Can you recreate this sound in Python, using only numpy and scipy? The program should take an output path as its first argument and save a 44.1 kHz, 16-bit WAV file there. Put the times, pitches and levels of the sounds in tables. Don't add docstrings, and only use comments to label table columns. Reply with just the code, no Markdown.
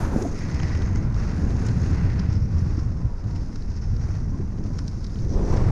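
import sys
import numpy as np
from scipy import signal
from scipy.fft import rfft, irfft
from scipy.io import wavfile
from scipy.ndimage import uniform_filter1d

SR = 44100
rng = np.random.default_rng(int(sys.argv[2]) if len(sys.argv) > 2 else 0)


def store_pcm(level_fs):
    pcm = np.round(np.clip(level_fs, -1, 1) * 32767).astype(np.int16)
    wavfile.write(sys.argv[1], SR, np.atleast_2d(pcm).T)


N = 251811

# frequency_hz, density_db
CLACK_RING_SPECTRUM = [(1500, -35), (3100, -17.5), (3800, -1), (4300, -4), (5200, 5.5), (5900, 2),
                       (6450, -4), (7200, -24.5), (9000, -33.5), (14000, -49.5)]


def from_db(db):
    return 10 ** (np.asarray(db) / 20)


def rms_one(x):
    return x / np.sqrt(np.mean(x ** 2) + 1e-20)


def in_time(rows):
    seconds, *columns = np.transpose(rows)
    return [np.interp(np.arange(N) / SR, seconds, column) for column in columns]


def drift(rate_hz):
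    step = 40
    pole = np.exp(-2 * np.pi * rate_hz * step / SR)
    settle = 2000
    noise = rng.standard_normal(N // step + settle + 2)
    slow = signal.lfilter([1], [1, -2 * pole, pole * pole], noise)[settle:]
    return np.interp(np.arange(N) / step, np.arange(len(slow)), rms_one(slow))


def steady(x, seconds):
    return x / np.sqrt(uniform_filter1d(x ** 2, int(seconds * SR)) + 1e-12)


def swell(start_s, length_s, attack_s, release_s):
    age = np.arange(N) / SR - start_s
    rise = np.sin(np.pi / 2 * np.clip(age / attack_s, 0, 1))
    return rise * np.exp(-np.maximum(age - length_s, 0) / release_s)


def together(db, swells):
    return np.sqrt(from_db(db) ** 2 @ swells ** 2)


def body(force, spectrum):
    size = 8192
    hz, db = np.transpose(spectrum)
    grid = np.maximum(np.arange(size // 2 + 1) * SR / size, 1)
    gain = from_db(np.interp(np.log(grid), np.log(hz), db))
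    gain = gain / np.hypot(1, (grid / hz[-1]) ** 5)
    cepstrum = irfft(np.log(gain))[:size // 2]
    response = irfft(np.exp(rfft(2 * cepstrum, size)))[:size // 2]
    return signal.fftconvolve(force, response / np.linalg.norm(response))[:N]


def ring(force, hz, width_hz):
    pole = np.exp(-1.5 * np.pi * width_hz / SR)
    b = [1, 0.003, -0.79]
    a = [1, -2 * pole * np.cos(2 * np.pi * hz / SR), pole * pole]
    return rms_one(signal.lfilter(b, a, signal.lfilter(b, a, force)))


def gliding_ring(force, hz, width_hz):
    pole = np.exp(-1.5 * np.pi * width_hz / SR)
    turn = np.exp(2j * np.pi * np.cumsum(hz) / SR)
    slow = signal.lfilter([1], [1, -2 * pole, pole * pole], force / turn)
    return rms_one((slow * turn).real)


def stones(per_s, spread_db):
    hit = rng.random(N) < per_s / SR
    size = from_db(spread_db * np.minimum(rng.exponential(1, N), 4.5))
    return rms_one(hit * size * rng.choice([-1, 1], N))


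def wind(lumpy_db=1.5, flutter_db=-1.0):
    # start_s, rise_s, hold_s, rush_db, whoosh_db, buffet_db, airy_hiss_db
    gust_rows = [(-.1, 0.035, 0.1, -37.5, -36.5, -28, -51), (0.105, 0.031, 0.09, -32, -43.5, -42, -58),
                 (5.207, 0.21, 0.061, -34.5, -56, -22, -89), (5.325, 0.028, 0.02, -33.5, -43, -43, -82),
                 (5.379, 0.0055, .015, -34, -41.5, -41, -80), (5.435, 0.08, 0.23, -35, -39, -24.5, -86),
                 (5.51, 0.016, 0.049, -34.5, -37, -24, -77)]
    # frequency_hz, density_db
    eddy_spectrum = [(8, -15.5), (20, -3.5), (35, -4.5), (55, -10.5), (80, -12.5), (150, -31), (400, -66.5)]
    # frequency_hz, density_db
    rush_spectrum = [(50, -6), (130, -4), (200, 8.5), (360, 11), (500, 4.5), (750, -5.5), (980, -29),
                     (1300, -59), (2000, -32), (3500, -35), (8000, -41.5)]
    # frequency_hz, density_db
    whoosh_spectrum = [(250, -15), (450, 5), (700, 3), (1000, 3.5), (1400, -7.5), (2000, -12), (3000, -24),
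                       (6000, -23), (8800, -33), (10000, -44.5)]
    # frequency_hz, density_db
    air_spectrum = [(6000, -0.5), (7800, -10), (8900, 0), (9600, -8), (10300, -2), (12000, -8), (14000, -9),
                    (15500, -20)]
    gust_release_s, air_release_s = 0.11, 0.054
    buffet_between_db, buffet_wander_db = -28.5, 1.7

    *_, rush_db, whoosh_db, buffet_db, air_db = np.transpose(gust_rows)
    gusts = np.array([swell(s, rise + hold, rise, gust_release_s) for s, rise, hold, *_ in gust_rows])
    airs = np.array([swell(s, rise + hold, rise, air_release_s) for s, rise, hold, *_ in gust_rows])

    eddies = steady(body(rng.standard_normal(N), eddy_spectrum), 0.17)
    between = from_db(buffet_between_db + buffet_wander_db * drift(4.3))
    buffet = eddies * np.hypot(between, together(buffet_db, gusts))

    clumps = from_db(lumpy_db * np.clip(eddies, -2, 2))
    rush = steady(body(rng.standard_normal(N) * clumps, rush_spectrum), 0.05)
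    rush = rush * together(rush_db, gusts)
    whoosh = steady(body(rng.standard_normal(N) * clumps, whoosh_spectrum), 0.03)
    whoosh = whoosh * together(whoosh_db, gusts) * from_db(flutter_db * drift(70))
    hiss = body(rng.standard_normal(N), air_spectrum) * together(air_db, airs)
    return buffet + rush + whoosh + hiss


def rumble():
    # time_s, boom_db, boots_db
    roll_curve = [(.05, -27, -32.5), (.25, -32, -36), (0.3, -28.5, -35), (0.41, -34, -36.5),
                  (0.46, -28, -33.5), (.95, -22.5, -32.5), (1.16, -25.5, -35), (1.33, -25, -32),
                  (1.7, -25.5, -30.5), (2.15, -23, -33), (2.6, -25, -34), (2.89, -24.5, -37.5),
                  (3.01, -33, -33), (3.06, -18, -36), (3.12, -44.5, -42), (3.19, -37.5, -45.5),
                  (3.25, -26, -35.5), (3.4, -27.5, -37), (3.48, -38, -38.5), (3.64, -33.5, -38.5),
                  (3.99, -25, -39), (4.42, -28.5, -33), (4.49, -32, -39.5), (4.62, -29, -32.5),
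                  (5.09, -34, -39.5), (5.2, -26.5, -38), (5.41, -32, -30.5), (5.71, -19, -31)]
    # frequency_hz, density_db
    boom_spectrum = [(30, -31), (55, -2), (72, -4.5), (100, -2), (122, -6), (160, -15), (260, -41.5),
                     (600, -58)]
    # frequency_hz, density_db
    boot_spectrum = [(70, -11), (120, -8), (165, -1), (205, -2.5), (260, -8), (320, -11.5), (390, -18.5),
                     (480, -23.5), (650, -35.5), (1500, -58.5)]
    boom_db, boots_db = in_time(roll_curve)
    boom = steady(body(stones(1500, 1.1), boom_spectrum), 0.07)
    boots = steady(body(stones(1100, 2.73), boot_spectrum), 0.067)
    boom = boom * from_db(boom_db + 0.5 + 0.14 * drift(27))
    return boom + boots * from_db(boots_db + 2.0 + 1.0 * drift(7.4))


def bumps():
    # centre_s, peak_db (of the swell), pitch_hz, length_s (from the centre to 1/e)
    bump_rows = [(.135, -31, 920, 0.0032), (.149, -18, 171, 0.005), (.1615, -21, 517, 0.0023),
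                 (.164, -10, 210, 0.0031), (0.176, -20, 263, 0.0036), (0.196, -35, 740, 0.0098),
                 (0.223, -26, 370, 0.0062), (0.255, -24, 681, 0.0048), (0.267, -21, 276, 0.0085),
                 (0.304, -23, 119, 0.0053), (.547, -18, 127, 0.0057), (.637, -17.5, 150, 0.0055),
                 (0.849, -21.5, 96, 0.044), (1.16, -19, 53.7, 0.035), (1.434, -14.5, 79.6, 0.014),
                 (1.554, -22, 115, 0.044), (1.708, -18, 119, 0.019), (1.775, -13.5, 159, 0.0049),
                 (1.814, -21, 100, 0.018), (1.905, -26, 272, 0.0097), (1.932, -16, 88, 0.012),
                 (2.025, -15.5, 165, 0.0098), (2.049, -15, 99.5, 0.018), (2.12, -18, 110, 0.026),
                 (2.204, -16, 166, 0.009), (2.337, -19, 92.7, 0.049), (2.382, -18.5, 185, 0.0074),
                 (2.435, -24, 125, 0.016), (2.585, -19.5, 84.6, 0.059), (2.673, -25, 79, 0.023),
                 (2.784, -24.5, 296, 0.0037), (3.936, -16, 125, 0.0027), (4.321, -20, 197, 0.0035),
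                 (4.404, -27.5, 368, 0.0041), (4.706, -37, 560, 0.0018)]
    t = np.arange(N) / SR
    out = np.zeros(N)
    for centre_s, db, hz, length_s in bump_rows:
        near = np.abs(t - centre_s) < 0.1
        age = t[near] - centre_s
        tone = np.sin(2 * np.pi * (hz * age + rng.random()))
        out[near] += from_db(db) * np.exp(-(age / length_s) ** 2) * tone
    return out


def singing(wobble_hz=28):
    # loudest_s, length_s (between the 1/e points), pitch_hz (when loudest), glide_hz_per_s, level_db
    sing_rows = [(0.601, 0.41, 944, 4, -59), (3.08, 0.29, 977, -650, -56.5), (3.356, 0.16, 914, -400, -54),
                 (3.748, 0.23, 940, 1, -62), (4.346, 0.041, 1032, 5, -51.5), (4.719, 0.32, 986, -3, -60.5)]
    tones = 0
    for loudest_s, length_s, hz, glide, db in sing_rows:
        age = np.arange(N) / SR - loudest_s
        phase = 2 * np.pi * (hz + glide * age / 2) * age
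        tones = tones + from_db(db) * np.exp(-(2 * age / length_s) ** 2 + 1j * phase)
    wobble = drift(wobble_hz) + 1j * drift(wobble_hz)
    evened = np.sqrt(2 / uniform_filter1d(np.abs(wobble) ** 2, SR // 20))
    return (tones * wobble).real * evened


def ticks(decay_s=0.002, width_hz=1500):
    # start_s, peak_db (before the low-pass), pitch_hz
    chip_rows = [(.2735, -38, 5400), (0.315, -35, 5760), (.379, -38, 5600), (.487, -39, 4840),
                 (.702, -42, 4200), (.802, -44, 5300), (0.971, -41, 3900), (1.144, -39, 4440),
                 (1.568, -41, 5240), (1.687, -41, 3900), (2.304, -44, 5300), (2.337, -41, 5800),
                 (2.647, -45, 4000), (3.241, -45, 4000), (3.623, -40, 4560), (4.149, -45, 4500),
                 (4.582, -50, 3600), (4.873, -43, 4600), (5.097, -47, 3700), (5.157, -45, 3750),
                 (5.188, -42, 3700), (5.249, -46, 3900), (5.572, -38, 3800)]
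    t = np.arange(SR // 50) / SR
    out = np.zeros(N + len(t))
    for start_s, db, hz in chip_rows:
        noise = ring(rng.standard_normal(len(t)), hz, width_hz)[::-1]
        burst = noise * np.exp(-t / decay_s)
        first = int(start_s * SR)
        out[first:first + len(t)] += from_db(db) * burst / np.abs(burst).max()
    return signal.sosfilt(signal.butter(4, 7000, fs=SR, output="sos"), out[:N])


def clacks(strike_s=0.00045, crunch_s=0.0041, crunch_db=-11, ring_width_hz=1000, soft_hz=8500):
    # strike_s, first_db, second_db (relative to the first),
    # body_db (relative to the ring), ring_hz, snap_db (relative to the ring)
    clack_rows = [(.2238, -32.5, -9, -6, 6240, -19), (.3907, -35, -11, -14, 4900, -16),
                  (.4975, -41.5, 5, 3, 4820, -16), (.5445, -36, 0, 0, 5200, -24),
                  (.601, -41.5, -10, 13, 5100, -24), (.6332, -34, -17, 5.5, 4300, -23),
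                  (.6945, -38, -9, -6, 4300, -21), (.751, -35, -4, 3, 5350, -20),
                  (.774, -39, -4, 2, 5340, -19), (.8208, -36, -6, -5, 3800, -21),
                  (.9592, -35, -10, -2, 6060, -26), (1.506, -42, -8, -7, 4300, -18),
                  (1.6673, -31.5, -14, -9, 6460, -15), (1.686, -37, 0, -2, 4560, -20),
                  (1.863, -39, -6, 3.5, 4600, -21), (2.195, -34, -2.5, 0.5, 4800, -27),
                  (2.325, -42.5, 5, -3, 5430, -31), (3.359, -43, -1, 2, 5530, -25),
                  (3.5595, -36, -10, -5, 5230, -26), (3.966, -41, -6, -6, 4900, -25),
                  (4.64, -44.5, -6, -5, 5570, -22), (4.7868, -36, 4, -3.5, 4950, -24),
                  (4.8805, -32.5, -9, -10, 5040, -23), (5.0445, -35.5, -2.5, -8, 4700, -24),
                  (5.067, -40.5, -3, -17, 4680, -22)]
    # frequency_hz, density_db
    body_spectrum = [(150, 15), (400, 5.5), (900, 8), (1500, 10.5), (2100, 4.5), (3200, 0), (6000, -70)]
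    # frequency_hz, density_db
    snap_spectrum = [(4000, -25), (6500, 0), (8500, 0), (9700, -2), (11500, -11), (13000, -20),
                     (15500, -42)]
    wheel_gap_s = 0.00388
    lead = SR // 25
    t = np.arange(-lead, lead) / SR
    force = np.zeros((4, N))
    for s, db, second_db, body_db, hz, snap_db in clack_rows:
        shape = 0
        for age, gain in (t, 1), (t - wheel_gap_s, from_db(second_db)):
            strike = np.exp(-(age / strike_s) ** 2)
            crunch = from_db(crunch_db) * np.exp(-np.abs(age) / crunch_s)
            shape = np.hypot(shape, gain * np.maximum(strike, crunch))
        during = slice(int(s * SR) - lead, int(s * SR) + lead)
        levels = from_db(db + np.array([[0], [body_db], [snap_db]]))
        force[:3, during] += levels * shape * rng.choice([-1, 1], (3, len(t)))
        tuned = steady(ring(rng.standard_normal(len(t)), hz, ring_width_hz), 0.0015)
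        force[3, during] += from_db(db) * shape * tuned
    frame = signal.sosfilt(signal.butter(4, soft_hz, fs=SR, output="sos"), force[3])
    clack = from_db(-5.0) * body(force[0], CLACK_RING_SPECTRUM) + from_db(-3.5) * frame
    return clack + from_db(1.5) * body(force[1], body_spectrum) + body(force[2], snap_spectrum)


def wheel_roar(roar_db, road):
    # frequency_hz, density_db
    roar_spectrum = [(250, -4.5), (400, 4.5), (550, -0.5), (750, -2.5), (1020, -4), (1230, -7.5),
                     (1480, -7.5), (1750, -13.5), (2100, -16.5), (3050, -28.5), (4000, -28.5), (7000, -38),
                     (12000, -47.5)]
    return body(stones(3000, 1.4), roar_spectrum) * from_db(roar_db + 1.74 + 0.26 * road)


def sideways_scrape(sliding, pushes, wheel_db, wheel_hz, road):
    # frequency_hz, density_db
    scrape_spectrum = [(700, -7), (1300, -2), (1700, -0.5), (1960, 1), (2250, -5.5), (2600, -5),
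                       (3000, -14.5), (3500, -16.5), (4300, -11.5), (6500, -17), (8000, -32), (13000, -49)]
    jolts = stones(3000, 2.0)
    whirr = 0
    for db, hz, push in zip(wheel_db, wheel_hz, pushes):
        whirr = whirr + from_db(db) * push * ring(jolts, hz, 270)
    slip = sliding * body(stones(2200, 1.9), scrape_spectrum)
    slip = slip + whirr * from_db(-2.8 + 0.5 * drift(18))
    return slip * from_db(0.5 + 1.6 * road)


def grit_sizzle(crunching, road, shimmer_db=3.0):
    # frequency_hz, density_db
    sizzle_spectrum = [(1500, -11), (3300, -8.5), (3950, -3.5), (4600, 4), (5300, 7.5), (5800, 4),
                       (6150, 4.5), (6500, -1), (7000, -10.5), (7600, -19.5), (9000, -44), (14000, -67.5)]
    # time_s, pitch_hz, level_db, upper_db (a ring of fixed pitch)
    frame_curve = [(0.2, 5200, -14, -3), (.75, 5300, -4, -9), (.97, 5350, -11, 0), (1.08, 5500, -16, -14),
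                   (1.2, 5650, -6, -9), (1.85, 5300, -12, -5), (2.05, 5180, -2, -14), (2.3, 5260, -2, -16),
                   (2.55, 5680, -2, -16), (2.85, 5400, -6, -14), (3.7, 5280, -2, -16), (4.1, 5750, -4, -14),
                   (4.65, 5850, -6, -14), (4.82, 5350, -4, -16), (5.14, 4950, -4, -18),
                   (5.25, 5850, -2, -14), (5.54, 5750, -2, -16), (5.62, 5150, -8, -14)]
    frame_hz, frame_db, upper_db = in_time(frame_curve)
    frame = gliding_ring(stones(3600, 3.3), frame_hz, 570) * from_db(frame_db + shimmer_db * drift(25.0))
    upper = ring(stones(3300, 5.4), 6430, 350) * from_db(upper_db + shimmer_db * drift(19.0))
    grit = from_db(-1.0) * body(stones(4000, 3.1), sizzle_spectrum) + from_db(-0.5) * (frame + upper)
    grit = grit + from_db(-11) * body(stones(84, 1.1), CLACK_RING_SPECTRUM)
    return grit * crunching * from_db(-0.2 + 1.36 * road + 0.58 * drift(90))


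def fine_hiss(hissing, road):
    # frequency_hz, density_db
    hiss_spectrum = [(4500, -12.5), (6000, 8.5), (6550, 10), (7100, 8), (7700, -3.5), (8400, -0.5),
                     (9600, -6), (10400, -3), (11800, -13.5), (13500, -29.5), (15500, -23)]
    hiss = body(stones(6500, 2.2), hiss_spectrum) * hissing
    return hiss * from_db(-1.5 + 0.51 * road + 0.64 * drift(60))


def wheels():
    # time_s, level_db
    roar_curve = [(0.33, -47), (0.63, -44), (0.66, -43.5), (2.16, -44.5), (2.46, -50), (2.64, -48),
                  (2.88, -50), (3.34, -50), (3.72, -53.5), (4.11, -48), (4.27, -51.5), (4.34, -50.5),
                  (4.46, -51.5), (4.75, -50.5), (4.97, -52), (5.26, -50.5)]
    # start_s, length_s, grit_db, hiss_db, scrape_db,
    # wheel_ring_db (relative to the scrape), wheel_ring_hz
    push_rows = [(-.1, 0.18, -59, -56.5, -50.5, 8.5, 1440), (0.11, 0.13, -57, -53, -55, -1.5, 1520),
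                 (0.236, 0.079, -55, -63, -55, -3, 1900), (0.317, 0.32, -53.5, -62, -48.5, -1, 1960),
                 (0.568, .24, -54, -70, -51, 0.5, 1920), (0.915, 0.03, -57, -70, -58, 4, 1960),
                 (1.119, 0.15, -55, -62, -48.5, -5, 1350), (1.32, 0.29, -57.5, -60.5, -54.5, 0, 1540),
                 (1.601, 0.31, -54.5, -59.5, -50, -4.5, 1480), (1.894, 0.32, -64.5, -78, -48.5, -5.5, 1950),
                 (2.28, 0.047, -54, -74, -52, -3.5, 1460), (2.487, 0.31, -58, -67.5, -57, 4, 1100),
                 (3.232, 0.4, -60.5, -69, -62, -5.5, 1490), (3.68, 0.16, -57, -82, -60, -6, 1510),
                 (3.982, 0.19, -58, -67, -58.5, 0, 1330), (4.624, 0.48, -60.5, -66.5, -68, -10, 1910),
                 (5.09, 0.15, -57.5, -65, -63.5, -19, 1900), (5.267, 0.053, -54, -75, -66, -13, 1900),
                 (5.42, 0.12, -53, -61, -61, -4, 1950), (5.5, .2, -63, -72, -51.5, -8, 2000)]
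    attack_s, release_s = 0.063, 0.12
    glide_grit_db, glide_hiss_db, glide_scrape_db = -63, -69, -13

    roar_db, = in_time(roar_curve)
    _, _, grit_db, hiss_db, scrape_db, ring_db, ring_hz = np.transpose(push_rows)
    pushes = np.array([swell(s, length, attack_s, release_s) for s, length, *_ in push_rows])
    crunching = np.hypot(from_db(glide_grit_db), together(grit_db, pushes))
    hissing = np.hypot(from_db(glide_hiss_db), together(hiss_db, pushes))
    sliding = np.hypot(from_db(roar_db + glide_scrape_db), together(scrape_db, pushes))
    road = drift(35)
    scrape = sideways_scrape(sliding, pushes, scrape_db + ring_db, ring_hz, road)
    return wheel_roar(roar_db, road) + scrape + grit_sizzle(crunching, road) + fine_hiss(hissing, road)


def scene():
    return (wind() + rumble() + bumps() + singing() + ticks() + clacks() + wheels())[None]


def record(dry):
    from_start = np.arange(N)
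    ends = np.minimum(np.minimum(from_start, from_start[::-1]) / 150, 1)
    top_cut = signal.ellip(10, 0.1, 80, 15400, fs=SR, output="sos")
    return signal.sosfilt(top_cut, dry * ends)


dry = scene()
out = record(dry)
store_pcm(out)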